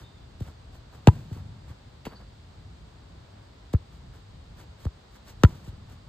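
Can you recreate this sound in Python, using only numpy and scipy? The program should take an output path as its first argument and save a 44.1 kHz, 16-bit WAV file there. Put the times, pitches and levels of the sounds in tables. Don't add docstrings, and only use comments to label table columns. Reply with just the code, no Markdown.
import sys
import numpy as np
from scipy import signal
from scipy.fft import rfft, irfft, next_fast_len
from scipy.io import wavfile

SR = 44100
rng = np.random.default_rng(int(sys.argv[2]) if len(sys.argv) > 2 else 0)


def generate_wav(signal):
    frames = np.transpose(np.atleast_2d(signal))
    scaled = np.clip(frames, -1, 1) * 32767
    pcm = np.round(scaled).astype(np.int16)
    wavfile.write(sys.argv[1], SR, pcm)


N = 268524
T = np.arange(N) / SR
SIZE = next_fast_len(N + SR)
HZ = np.maximum(np.arange(SIZE // 2 + 1) * SR / SIZE, 1)
SIDES = np.array([[1], [-1]])

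# (time [s], level [dB], thump [Hz], slap corner [Hz], hardness [Hz], skin pitch [Hz],
# skin ring [dB], snap at release [dB], distance [m])
KICKS = [(1.0722, 2.5, 136, 280, 734, 892, -0.5, 2.5, 6.7),
         (5.4351, 1.5, 115, 141.4, 2500, 1360, 1.5, -6.5, 4.5)]


def undb(db):
    return 10 ** (np.asarray(db) / 20)


def across(points):
    hz, value = np.transpose(points)
    return np.interp(np.log(HZ), np.log(hz), value)


def filtered(x, response):
    return irfft(rfft(x, SIZE) * response, SIZE)[..., :N]


def unit(x):
    return x / np.std(x)


def noise(points, grain_db=0):
    size = np.minimum(rng.exponential(size=N), 2 * np.pi)
    grains = rng.standard_normal(N) * undb(grain_db * size)
    return unit(filtered(grains, undb(across(points))))


def walk(rate_per_s):
    return np.interp(T * rate_per_s, np.arange(N // 100), rng.standard_normal(N // 100))


def ring(t, hz, t60_s):
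    t = np.maximum(t, 0)
    return np.sin(2 * np.pi * hz * t) * np.exp(-np.log(1000) * t / t60_s)


def spike(t, corner_hz, edge_hz):
    t = np.maximum(t, 0)
    return np.exp(-2 * np.pi * corner_hz * t) - np.exp(-2 * np.pi * edge_hz * t)


def swell(s, length_s):
    return np.exp(-np.minimum(((T - s) / length_s) ** 2, 50))


def town():
    # (frequency [Hz], density [dB per Hz])
    town_colour = [(22, -43), (45, -2), (96, -4), (140, -10), (305, -21.5), (550, -26.5), (1080, -28.5),
                   (2500, -38), (3800, -35), (4800, -36.5), (5600, -44.5), (8200, -45), (10200, -64.5),
                   (15500, -58.5)]
    # (frequency [Hz], level [dB])
    side_share = [(60, -15), (110, -21.5), (200, -13.5), (380, -7.5), (700, 3.5), (1290, -4), (2380, 0.5),
                  (4400, -1), (8120, -4), (15000, 3.5)]
    town_db = -48.5
    rumble_waver_db, rumble_waver_per_s = 2.5, 12
    roar_waver_db, roar_waver_per_s = 0.81, 4.233
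    mid = noise(town_colour)
    side = filtered(noise(town_colour), undb(across(side_share)))
    air = mid + SIDES * side
    rumble = filtered(air, 1 / (1 + (HZ / 220) ** 4))
    hiss = filtered(air, 1 / (1 + (1800 / HZ) ** 4))
    roar = air - rumble - hiss
    rumble = rumble * undb(rumble_waver_db * walk(rumble_waver_per_s))
    roar = roar * undb(roar_waver_db * walk(roar_waver_per_s))
    return undb(town_db) * (rumble + roar + hiss)


def pings():
    # (time [s], pitch [Hz], level [dB], flutter [0-1]); the rows near 4.6 kHz after 2 s are the
    ping_list = [(0.038, 3650, -55.5, 0.27), (0.17, 3500, -64, 0.05), (2.064, 4570, -58, 0.9),
                 (2.155, 4560, -61.5, 1)]
    t60_s = 0.52
    out = np.zeros(N)
    for s, hz, db, flutter in ping_list:
        level = undb(db + 4.7 * flutter * walk(90))
        jitter_s = .5 * flutter * walk(220) / hz
        out += level * ring(T - s + jitter_s, hz, t60_s)
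    return out


def park(x):
    # (delay [s], level [dB], treble corner [Hz])
    house_echoes = [(.06, -52, 2500), (0.094, -43, 2500), (.239, -25.5, 240), (.29, -34, 344),
                    (.625, -34, 170.2)]
    echoes = sum(undb(db) * np.exp(-2j * np.pi * HZ * delay) / (1 + 1j * HZ / hz) ** 2
                 for delay, db, hz in house_echoes)
    field = noise([(40, -26.0), (150, -4.5), (400, -15), (1200, -17.0), (4000, -9), (9000, -4)])
    field = field * spike(T, 0.71, 13.0)
    trees = noise([(40, 5.5), (140, -1.5), (230, -2.0), (400, -20), (2000, -40)])
    trees = trees * np.exp(-((T - .38) / .12) ** 2)
    scatter = undb(-26.0) * field / np.linalg.norm(field) + undb(-51.5) * trees / np.linalg.norm(trees)
    return filtered(x, echoes + rfft(scatter, SIZE))


def footsteps(swish, scuff):
    # (time [s], level [dB], weight [dB]: heavy landings above 0, light brushes below)
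    steps = [(.012, -52, -0.5), (.425, -61, -19), (0.481, -52, 6), (.753, -59, -8), (.957, -52, 6),
             (1.33, -62, -18), (1.378, -50.5, 11.5), (1.699, -52, 8.5), (3.945, -65, -20),
             (4.162, -55.5, 3), (4.605, -49.5, -4), (4.826, -57, -10), (5.15, -59, -12),
             (5.292, -53.5, -22.5), (5.674, -55.5, -15), (5.916, -54, -2)]
    step_s, swish_db, swish_db_per_weight_db, pat_db = 0.031, -4.5, -0.38, 1
    crunch_db, crunch_per_s = 2.2, 130
    follow_delay_s, follow_s, follow_db_at_1m = 0.075, 0.093, -40.5
    pat = noise([(30, -37), (70, 8.5), (160, -1.5), (350, -37), (1000, -77)])
    crunch = undb(crunch_db * walk(crunch_per_s))
    out = np.zeros(N)
    for s, db, weight_db in steps:
        blades = scuff + undb(swish_db + swish_db_per_weight_db * weight_db) * swish
        step = crunch * blades + undb(pat_db + weight_db) * pat
        out += undb(db) * swell(s, step_s) * step
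    for s, *_, metres in KICKS:
        brush = crunch * (scuff + undb(-1.5) * swish)
        out += undb(follow_db_at_1m) / metres * swell(s + follow_delay_s, follow_s) * brush
    return out


def contact(s, contact_s, thump_hz, hard_hz, skin_hz, slap_db, slap_hz, shell_db, release_db,
            skin_db, skin_t60, crack_db, cavity_db, bite_db=0, ring_db=0, snap_db=0):
    # (pitch [Hz], level [dB], t60 [s])
    shell_modes = [(256, -8.5, 0.0323), (344, -20.5, 0.12), (441, -11, 0.064)]
    # (multiple of skin pitch, level [dB], share of skin t60)
    skin_modes = [(.48, -1, 0.35), (1, -1.5, 1), (1.38, -5.5, 0.47), (1.68, -9, .25), (3.08, -4, 0.14)]
    # (pitch [Hz], level [dB], t60 [s])
    cavity_modes = [(988, 2.5, 0.12), (1654, -1, 0.06), (2070, -14, 0.11), (2710, 6, 0.033),
                    (3800, -15, 0.04)]
    # (frequency [Hz], level [dB])
    crack_colour = [(400, -12), (1100, 5.5), (1900, 2.5), (2700, 3.5), (4200, -0.5), (6000, -8),
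                    (8000, -10), (10500, -21.5), (13000, -20), (16000, -15)]

    def panel(age):
        return sum(undb(db) * ring(age, multiple * skin_hz, share * skin_t60)
                   for multiple, db, share in skin_modes)

    out, span = np.zeros(N), (T >= s) & (T < s + .5)
    t = T[span] - s
    free = t - contact_s
    thump = ring((t - .0008) / (1 + t / 0.069), thump_hz, 0.33)
    thump = thump * np.exp(-(t / (1.25 * contact_s)) ** 2)
    touch = spike(t, slap_hz, hard_hz) ** 2
    slap = -undb(slap_db) * touch / touch.max()
    snap = undb(release_db + snap_db) * spike(free, 330, 900)
    shell = -sum(undb(db) * ring(t, hz, t60_s) for hz, db, t60_s in shell_modes)
    skin = 1.2 * panel(t) * spike(t, 30, 700)
    skin = skin + 1.4 * undb(snap_db) * panel(free) * spike(free, 30, 160)
    cavity = sum(undb(db) * ring(t, hz, t60_s) for hz, db, t60_s in cavity_modes)
    crack_level = spike(t, 117, 460) + .11 * spike(t, 21.6, 400) + .16 * spike(free, 110, 700)
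    crack = noise(crack_colour)[span] * crack_level
    bright = snap + undb(skin_db + ring_db) * skin + undb(cavity_db) * cavity + undb(crack_db) * crack
    out[span] = thump + slap + undb(shell_db) * shell + undb(bite_db) * bright
    return out


def goal(scuff):
    goal_answer = dict(slap_db=9.5, slap_hz=251, shell_db=3.5, release_db=-24, skin_db=-0.5, skin_t60=0.016, crack_db=-24, cavity_db=-21)
    # (time [s], level [dB])
    rattles = [(2.129, -50), (2.212, -51)]
    goal_s, clack_lead_s, clack_db, knock_db, rattle_s = 2.0667, 0.0144, -38, -30.5, 0.027
    clack = noise([(400, 7), (1200, -0.5), (3000, 0), (5500, -10), (14000, -17)])
    clack = clack * spike(T - goal_s + clack_lead_s, 9.6, 930)
    knock = contact(goal_s, contact_s=.0054, thump_hz=159, hard_hz=800, skin_hz=1030, **goal_answer)
    rattle = scuff * sum(undb(db) * swell(s, rattle_s) for s, db in rattles)
    return undb(clack_db) * clack + undb(knock_db) * knock + rattle


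def bounces(swish, scuff):
    # (time [s], level [dB], thump [Hz], hardness [Hz], contact time [s])
    landings = [(0.4061, -20, 128, 190, 0.012), (3.7365, -7, 114, 365, .0118),
                (4.8526, -16, 107, 483, .0146)]
    turf_answer = dict(slap_db=-12, slap_hz=140, shell_db=-18.5, release_db=-10, skin_db=-24.5, skin_t60=0.011, crack_db=-37, cavity_db=-68)
    ref_hard_hz, skin_hz, bite_db_per_octave = 369, 1170, 11
    crush_s, crush_swish_db, crush_scuff_db = .005, -33, -33
    out = np.zeros(N)
    for s, db, thump_hz, hard_hz, contact_s in landings:
        bite_db = bite_db_per_octave * np.log2(hard_hz / ref_hard_hz)
        thud = contact(s, contact_s, thump_hz, hard_hz, skin_hz, bite_db=bite_db, **turf_answer)
        crush = undb(crush_swish_db) * swish * swell(s, crush_s)
        scrape = undb(crush_scuff_db) * scuff * swell(s + contact_s, crush_s)
        out += undb(db) * (thud + crush + scrape)
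    return out


def kicks():
    boot_answer = dict(slap_db=0.5, shell_db=-14, release_db=-14.5, skin_db=-10, skin_t60=0.033, crack_db=-12.5, cavity_db=-34)
    contact_s = .0118
    echo_ref_m = 4.84
    direct, send = np.zeros(N), np.zeros(N)
    for s, db, thump_hz, slap_hz, hard_hz, skin_hz, ring_db, snap_db, metres in KICKS:
        hit = undb(db) * contact(s, contact_s, thump_hz, hard_hz, skin_hz, slap_hz=slap_hz,
                                 ring_db=ring_db, snap_db=snap_db, **boot_answer)
        direct += hit
        send += hit * metres / echo_ref_m
    return direct, send


def scene():
    # (frequency [Hz], level [dB])
    swish_colour = [(500, -4), (2000, -1), (4200, -2), (6000, -4), (8000, -6), (10500, -11), (13000, -12),
                    (16000, 0)]
    # (frequency [Hz], level [dB])
    scuff_colour = [(120, 6), (400, 2), (1400, -4.5), (2500, -16), (6000, -32)]
    # (frequency [Hz], phase [rad])
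    port_lead = [(60, 0), (300, -.45), (800, -.9), (1400, 0), (2500, 1.8), (3400, .9), (4400, .7),
                 (5000, 1.8), (5500, 3.1), (7500, 6.2), (10200, 9.4), (15500, 16)]
    bounce_echo_db = -6
    swish, scuff = noise(swish_colour, grain_db=3.5), noise(scuff_colour, grain_db=5)
    kicked, send = kicks()
    bounced = bounces(swish, scuff)
    echoes = park(send + undb(bounce_echo_db) * bounced)
    pitch = kicked + bounced + echoes + goal(scuff) + footsteps(swish, scuff) + pings()
    return filtered(pitch, np.exp(.5j * SIDES * across(port_lead))) + town()


def record(dry):
    # (frequency [Hz], level [dB])
    port_balance = [(40, 0.5), (150, 1), (550, 3), (1100, -1.8), (2500, 0), (8000, 0)]
    turn_hz, turn_step = 55.3, 2.114
    top_hz = 15500
    response = undb(SIDES * across(port_balance) / 2)
    for stage in range(5):
        s = 1j * HZ / (turn_hz * turn_step ** stage)
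        response = response * (s * s - np.sqrt(2) * s + 1) / (s * s + np.sqrt(2) * s + 1)
    x = filtered(dry, response)
    rounded = x / (1 + x ** 8) ** (1 / 8)
    return signal.sosfilt(signal.ellip(10, .2, 80, top_hz, fs=SR, output="sos"), rounded)


dry = scene()
out = record(dry)
generate_wav(out)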